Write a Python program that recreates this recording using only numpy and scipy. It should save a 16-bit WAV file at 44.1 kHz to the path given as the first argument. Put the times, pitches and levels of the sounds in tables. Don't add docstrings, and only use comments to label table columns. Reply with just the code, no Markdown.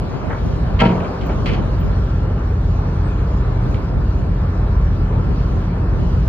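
import sys
import numpy as np
from scipy import signal
from scipy.fft import rfft, irfft, next_fast_len
from scipy.io import wavfile
from scipy.ndimage import uniform_filter1d, map_coordinates

SR = 44100
rng = np.random.default_rng(int(sys.argv[2]) if len(sys.argv) > 2 else 0)


def attenuation_scalar(level_db):
    decades = np.asarray(level_db, float) / 20
    return 10 ** decades


def file_out(sig):
    cols = np.atleast_2d(sig).T
    lim = np.clip(cols, -1, 1)
    pcm = np.round(lim * 32767).astype(np.int16)
    wavfile.write(sys.argv[1], SR, pcm)


N = 277207


def unit(x):
    return x / np.sqrt(np.mean(x ** 2) + 1e-20)


def since(s):
    return np.maximum(np.arange(N) / SR - s, 0)


def along(points, hz):
    f, *cols = np.transpose(points)
    return np.array([np.interp(np.log(hz + 1), np.log(f + 1), c) for c in cols])


def curves(rows):
    s, *cols = np.transpose(rows)
    return [np.interp(np.arange(N) / SR, s, c) for c in cols]


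def wobble(rate):
    knots = rng.standard_normal(int(N * rate / SR) + 4)
    return map_coordinates(knots, [np.arange(N) * rate / SR])


def filtered(x, response):
    m = next_fast_len(x.shape[-1] + 8192)
    spectrum = rfft(x, m) * response(np.fft.rfftfreq(m, 1 / SR))
    return irfft(spectrum, m)[..., :x.shape[-1]]


def rush(gain, patchy_db):
    z = signal.stft(rng.standard_normal((2, N)), nperseg=512)[2]
    field = rng.standard_normal(z.shape[1:])
    field = uniform_filter1d(field, size=6, axis=0)
    field = uniform_filter1d(field, size=12, axis=1)
    patchy = signal.istft(z * attenuation_scalar(patchy_db * unit(field)), nperseg=512)[1][:, :N]
    return unit(filtered(patchy, gain))


# (time [s], depth [dB], hold [s])
BASS_DUCKS = [
    (0.0, 12, 0.25),
    (0.875, 12, 0.31),
]


def bass_duck_db():
    fall_s, recover_s = .06, .15
    total_db = 0
    for s, depth_db, hold_s in BASS_DUCKS:
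        fall = 1 - np.exp(-since(s) / fall_s)
        total_db = total_db + depth_db * fall * np.exp(-since(s + hold_s) / recover_s)
    return total_db


# (multiple of the firing rate [ratio], level [dB], unsteadiness [dB])
DIESEL_ORDERS = [(1, 0, .5), (2, -2, 1.5), (3, -11, 1.5), (7 / 3, -14, 1.5), (11 / 3, -14, 1)]
# (frequency [Hz], level re firing tone [dB])
TWIN_MACHINES = [(60.05, -4.5), (58.6, -6.5)]
# (frequency [Hz], level re firing tone [dB])
HUM_TONES = [(69.4, -13.5), (92.9, -13), (119.75, -7), (124.7, -15), (140.8, -20), (176.3, -15.5),
             (191, -17), (236, -19), (299, -24.5), (320, -27), (390, -24.5), (406, -21), (475, -26.5),
             (1360, -28), (1760, -36)]


def engine_tones():
    firing_hz = 43.96
    opposed_s = 4.35
    t = np.arange(N) / SR
    turns = firing_hz * t + 0.0015 * np.cumsum(wobble(0.98)) / SR
    tones = np.zeros(N)
    for order, db, loose_db in DIESEL_ORDERS:
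        tones += attenuation_scalar(db + loose_db * wobble(2)) * np.sin(2 * np.pi * (order * turns + rng.random()))
    for k, (hz, db) in enumerate(TWIN_MACHINES):
        tones += (-1) ** k * attenuation_scalar(db) * np.sin(2 * np.pi * hz * (t - opposed_s))
    for hz, db in HUM_TONES:
        tones += attenuation_scalar(db + 1.5 * wobble(3)) * np.sin(2 * np.pi * hz * t + 1.43 * wobble(2))
    return np.sqrt(2) * attenuation_scalar(-22) * tones


# (time [s], level re roar [dB])
DRONES = [
    (0.0, -7),
    (.86, 10.5),
    (1.24, -0.5),
    (1.46, -0.3),
]


def deck_drone():
    rise_s, t60_s = .032, 1.3
    strength = 0
    for s, db in DRONES:
        strength = strength + attenuation_scalar(db - 60 * since(s) / t60_s) * (1 - np.exp(-since(s) / rise_s))
    return strength


# (frequency [Hz], level [dB per Hz])
EXHAUST_COLOUR = [(15, -90), (28, -56.5), (38, -42.5), (52, -36), (75, -37), (110, -42), (170, -43),
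                  (230, -51.5), (400, -55.5), (600, -59), (810, -61.5), (1050, -61.5), (1500, -67.5),
                  (1950, -76), (2200, -74.5), (2700, -78.5)]


def machinery():
    rumble_db, roar_db = -21.5, -30
    grows_db = 0.52
    rumble_share = .6
    drone_hz = 1100
    t = np.arange(N) / SR
    duck_db = bass_duck_db()

    def colour(hz):
        return attenuation_scalar(along(EXHAUST_COLOUR, hz)[0])

    def low(hz):
        return 1 / (1 + (hz / 280) ** 4)

    rumble = rush(lambda hz: colour(hz) * np.sqrt(low(hz)), patchy_db=0.44)
    roar = rush(lambda hz: colour(hz) * np.sqrt(1 - low(hz)) * (hz < 2700), patchy_db=1.36)
    dull_roar = unit(filtered(roar, lambda hz: 1 / (1 + (hz / drone_hz) ** 2)))
    noise = attenuation_scalar(rumble_db + grows_db * (t - t.mean()) - rumble_share * duck_db) * rumble
    noise += attenuation_scalar(roar_db + 0.6 * wobble(6)) * (roar + deck_drone() * dull_roar)
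    noise[0] += attenuation_scalar(-duck_db) * engine_tones()
    return noise


# (frequency [Hz], level [dB per Hz])
STEEL_COLOUR = [(60, -10), (200, 5), (1000, -5), (1850, -10.5), (2250, -6.5), (2700, -13.5), (3100, -9.5),
                (3700, -23.5), (4350, -18), (5500, -30.5), (7000, -38), (8000, -40.5), (10000, -50.5),
                (15500, -49)]


def steel_burst(t, centre_hz, dull_db):
    def colour(f):
        octaves = np.log2((f + 1) / centre_hz)
        slope_db = 4.6 * np.minimum(octaves, 0) - dull_db * np.maximum(octaves, 0)
        return attenuation_scalar(along(STEEL_COLOUR, f)[0] + slope_db)

    return unit(filtered(rng.standard_normal((2, len(t))), colour))


# (frequency [Hz], level [dB], 60 dB decay time [s])
PLATE_MODES = [(121, 3.5, 0.42), (180, 1.5, 0.76), (226.8, 2.5, 0.55), (380, -6, 0.24), (475, -3.5, 0.29),
               (650, -4.5, 0.38), (782, 2.5, 0.17), (942, 2.5, 0.36), (1350, -1, 0.16), (1680, -11, 0.23),
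               (2280, -9, 0.19), (2560, -8, 0.25), (3160, -19, .15), (3280, -17, .15)]


def plate_ring(t, db, centre_hz):
    best_hz, heavy_db = 950, -20
    octaves = np.log2(centre_hz / (best_hz + 1))
    ring_db = db - 8 + .8 * (db - heavy_db)
    ring_db -= 10 * max(octaves, 0) + 3 * max(-octaves, 0)
    ring = np.zeros((2, len(t)))
    for hz, level_db, t60 in PLATE_MODES:
        envelope = attenuation_scalar(ring_db + level_db + rng.normal(0, 2.2) - 60 * t / t60)
        ring += envelope * np.sin(2 * np.pi * (hz * t + rng.random((2, 1))))
    return ring


# (time [s], rms level [dB], centre [Hz], dullness [dB per octave], 60 dB decay time [s])
KNOCKS = [(.298, -23, 1670, 22, .3), (.335, -30, 1300, 21, .4), (.790, -18.5, 3030, 11, .2),
          (0.8, -13.5, 2400, 2.5, .13), (.805, -19.5, 2310, .8, .08), (.814, -12, 1013, 11, .13),
          (.822, -20.5, 450, 6.5, 0.48), (.832, -17, 180, 6, .45), (.847, -22.5, 2700, 4.5, .25),
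          (.905, -31.5, 1100, 2.5, 0.27), (0.999, -25.5, 2500, 18, 0.07), (1.044, -36, 2700, 7, 0.14),
          (1.209, -32, 3020, 3.5, 0.18), (1.252, -39.5, 2550, 3, 0.18), (1.292, -23.5, 704, 5.5, 0.26),
          (1.457, -23, 3400, 1.5, .2), (1.487, -27.5, 2820, 4.5, 0.33), (1.511, -31, 2790, 1, 0.18),
          (1.531, -30, 2990, -0.7, .2), (1.56, -37.5, 3030, 6, 0.22), (1.802, -37.5, 2980, 32, 0.15),
          (3.743, -27.5, 3200, -2.5, 0.023), (3.752, -39, 2900, 8, .15)]


def knocks():
    rattle_depth_db, rattle_rate, rattle_delay_s = 2.2, 140, .015
    hard_rise_s, soft_rise_s = .0017, .00016
    out, t = np.zeros((2, N + SR)), np.arange(SR // 2) / SR
    rattle_db = np.pad(rattle_depth_db * wobble(rattle_rate), (0, SR))
    for s, db, hz, dull_db, t60 in KNOCKS:
        start = round(s * SR)
        burst = steel_burst(t, hz, dull_db) * attenuation_scalar(db - 60 * t / t60)
        rattle = attenuation_scalar(rattle_db[start:][:len(t)] * (1 - np.exp(-t / rattle_delay_s)))
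        rise = 1 - np.exp(-t / (hard_rise_s + soft_rise_s * dull_db))
        out[:, start:][:, :len(t)] += (burst + plate_ring(t, db, hz)) * rattle * rise
    return out[:, :N]


# (time [s], peak level [dB], 60 dB decay time [s])
TINKS = [(.812, -54.5, .2), (1.263, -37.5, .08), (1.457, -54.5, .1), (1.489, -56, .1), (1.531, -54, 0.083),
         (1.802, -39, 0.095), (1.844, -49, 0.1), (3.64, -56.5, .1), (5.021, -62.5, .12)]
# (frequency [Hz], level [dB])
FITTING_MODES = [(15150, -9.5), (15400, -6), (14250, -15), (12300, -19.5), (7440, -13.5)]
# (time [s], length [s], start pitch [Hz], end pitch [Hz], level [dB])
SQUEAKS = [
    (2.90, .09, 8550, 8600, -62),
    (3.02, .11, 7850, 8000, -56),
    (3.20, .06, 8600, 8600, -64),
    (3.61, .08, 8200, 8200, -62),
]


def fittings():
    out, t = np.zeros((2, N + SR)), np.arange(SR // 4) / SR
    for s, db, t60 in TINKS:
        ring = np.zeros((2, len(t)))
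        for hz, level_db in FITTING_MODES:
            ring += attenuation_scalar(level_db + rng.normal(0, 3)) * np.sin(2 * np.pi * (hz * t + rng.random((2, 1))))
        ring *= attenuation_scalar(db - 60 * t / t60) * (1 - np.exp(-t / .001))
        bright = np.diff(rng.standard_normal((2, len(t) + 4)), 4) / 8
        tick = attenuation_scalar(db - 5.5 - 60 * t / .02) * bright
        out[:, round(s * SR):][:, :len(t)] += ring + tick
    for s, length, start_hz, end_hz, db in SQUEAKS:
        u = np.clip(t / length, 0, 1)
        glide = np.cumsum(start_hz + (end_hz - start_hz) * u) / SR
        out[0, round(s * SR):][:len(t)] += attenuation_scalar(db) * np.sin(np.pi * u) * np.sin(2 * np.pi * glide)
    return out[:, :N]


# (time [s], peak level [dB], half length [s])
GUSTS = [(0.054, -23, 0.087), (0.268, -25.5, .1), (0.496, -24, 0.086), (0.757, -26.5, 0.15),
         (0.989, -29, 0.096), (1.246, -31.5, .07), (1.49, -23.5, 0.13), (1.678, -31.5, 0.073),
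         (1.843, -25, .07), (2.012, -30, 0.044), (2.247, -32.5, .04), (2.77, -35, .17), (3.215, -35, 0.1),
         (3.469, -30.5, .05), (3.703, -29.5, 0.11), (3.96, -30, .09), (4.275, -32.5, 0.12),
         (4.859, -35, .2), (5.272, -27.5, .08), (5.544, -34, .07), (5.848, -38.5, .08), (5.997, -26, 0.1),
         (6.2, -38, 0.13)]
# (frequency [Hz], level [dB per Hz])
BUFFET_COLOUR = [(20, -40), (60, -6), (120, 4), (200, -3), (320, -10.5), (600, -13), (1200, -36.5),
                 (3000, -72)]


def wind():
    t = np.arange(N) / SR
    strength = attenuation_scalar(-46.5)
    for s, db, half_s in GUSTS:
        strength = strength + attenuation_scalar(db) * np.exp(-((t - s) / half_s) ** 2)
    lumps = attenuation_scalar(4 * np.array([wobble(25), wobble(25)]))
    air = rush(lambda hz: attenuation_scalar(along(BUFFET_COLOUR, hz)[0]), patchy_db=1.5)
    return strength * unit(lumps * air)


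# (frequency [Hz], level [dB per Hz])
WASH_COLOUR = [(2700, -81.5), (3500, -86), (4600, -87), (5600, -91.5), (7000, -96), (9000, -101.4),
               (12000, -104.7), (14200, -106.7), (15200, -113.9), (15800, -130)]
# (time [s], level [dB])
WASH_LEVEL = [(0, -49), (1.2, -48), (2.6, -51), (6.3, -49.7)]


def wash():
    spray_hz, spray_s, spray_db = 11000, 3.5, 2
    hiss = rush(lambda hz: attenuation_scalar(along(WASH_COLOUR, hz)[0]) * (hz >= 2700), patchy_db=1.97)
    spray = filtered(hiss, lambda hz: hz > spray_hz)
    lift = attenuation_scalar(spray_db * (2 - np.exp(-since(spray_s) / .1))) - 1
    return attenuation_scalar(curves(WASH_LEVEL)[0] + 0.84 * wobble(6.4)) * (hiss + lift * spray)


# (frequency [Hz], left-right likeness [0-1], left lead [rad], left louder [dB])
PORTS = [(70, .9995, 0, 0), (200, .995, 0, .2), (350, .95, -.1, .4), (520, .6, -.3, 1), (750, .1, .3, 1),
         (1000, .3, 1.5, 1), (1400, .3, .2, 1), (1800, .4, .4, 0), (2150, .65, 2.3, -.5),
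         (3000, .65, 2, -.5), (4000, .1, 2.5, -.5), (4800, .65, 3.1, 0), (6500, .8, 2.65, 0),
         (9000, .75, 3.1, 0), (13000, .7, 3.5, 0), (15000, .5, 6, 0)]


def ports(pair, aside):
    m = next_fast_len(N + 8192)
    alike, lead, tilt_db = along(PORTS, np.fft.rfftfreq(m, 1 / SR))
    turn = np.arccos(np.clip(alike, 0, 1)) / 2
    shared, own = rfft(pair, m) * [np.cos(turn), np.sin(turn)]
    half = np.exp(.5j * aside * lead) * attenuation_scalar(tilt_db / 2)
    return irfft([(shared + own) * half, (shared - own) / half], m)[:, :N]


def scene():
    around = machinery() + fittings() + wash()
    return ports(around, aside=0.89) + ports(knocks(), aside=0.58) + wind()


# (frequency [Hz], level [dB per Hz])
FAINTEST_KEPT = [(3500, -112), (5000, -100), (6000, -101), (6900, -101), (8000, -98), (11000, -100),
                 (12500, -105), (14200, -107.5), (15500, -108)]


def thinned(mid):
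    hz, _, z = signal.stft(mid, SR, nperseg=2048, boundary="even")
    per_hz = uniform_filter1d(np.abs(z) ** 2, size=4, axis=0) * 2048 / (.75 * SR)
    floor = attenuation_scalar(2 * along(FAINTEST_KEPT, hz)[0])[:, None]
    return signal.istft(z * (per_hz > floor), SR, nperseg=2048)[1][:N]


def top_cut(x):
    return signal.sosfilt(signal.butter(12, 15700, fs=SR, output="sos"), x)


def record(dry):
    limited = dry / (1 + np.abs(dry / .95) ** 4) ** (1 / 4)
    ending = np.clip((N - np.arange(N)) / (.004 * SR), 0, 1)
    left, right = limited * ending
    mid, side = thinned((left + right) / 2), (left - right) / 2
    return top_cut(np.array([mid + side, mid - side]))


dry = scene()
out = record(dry)
file_out(out)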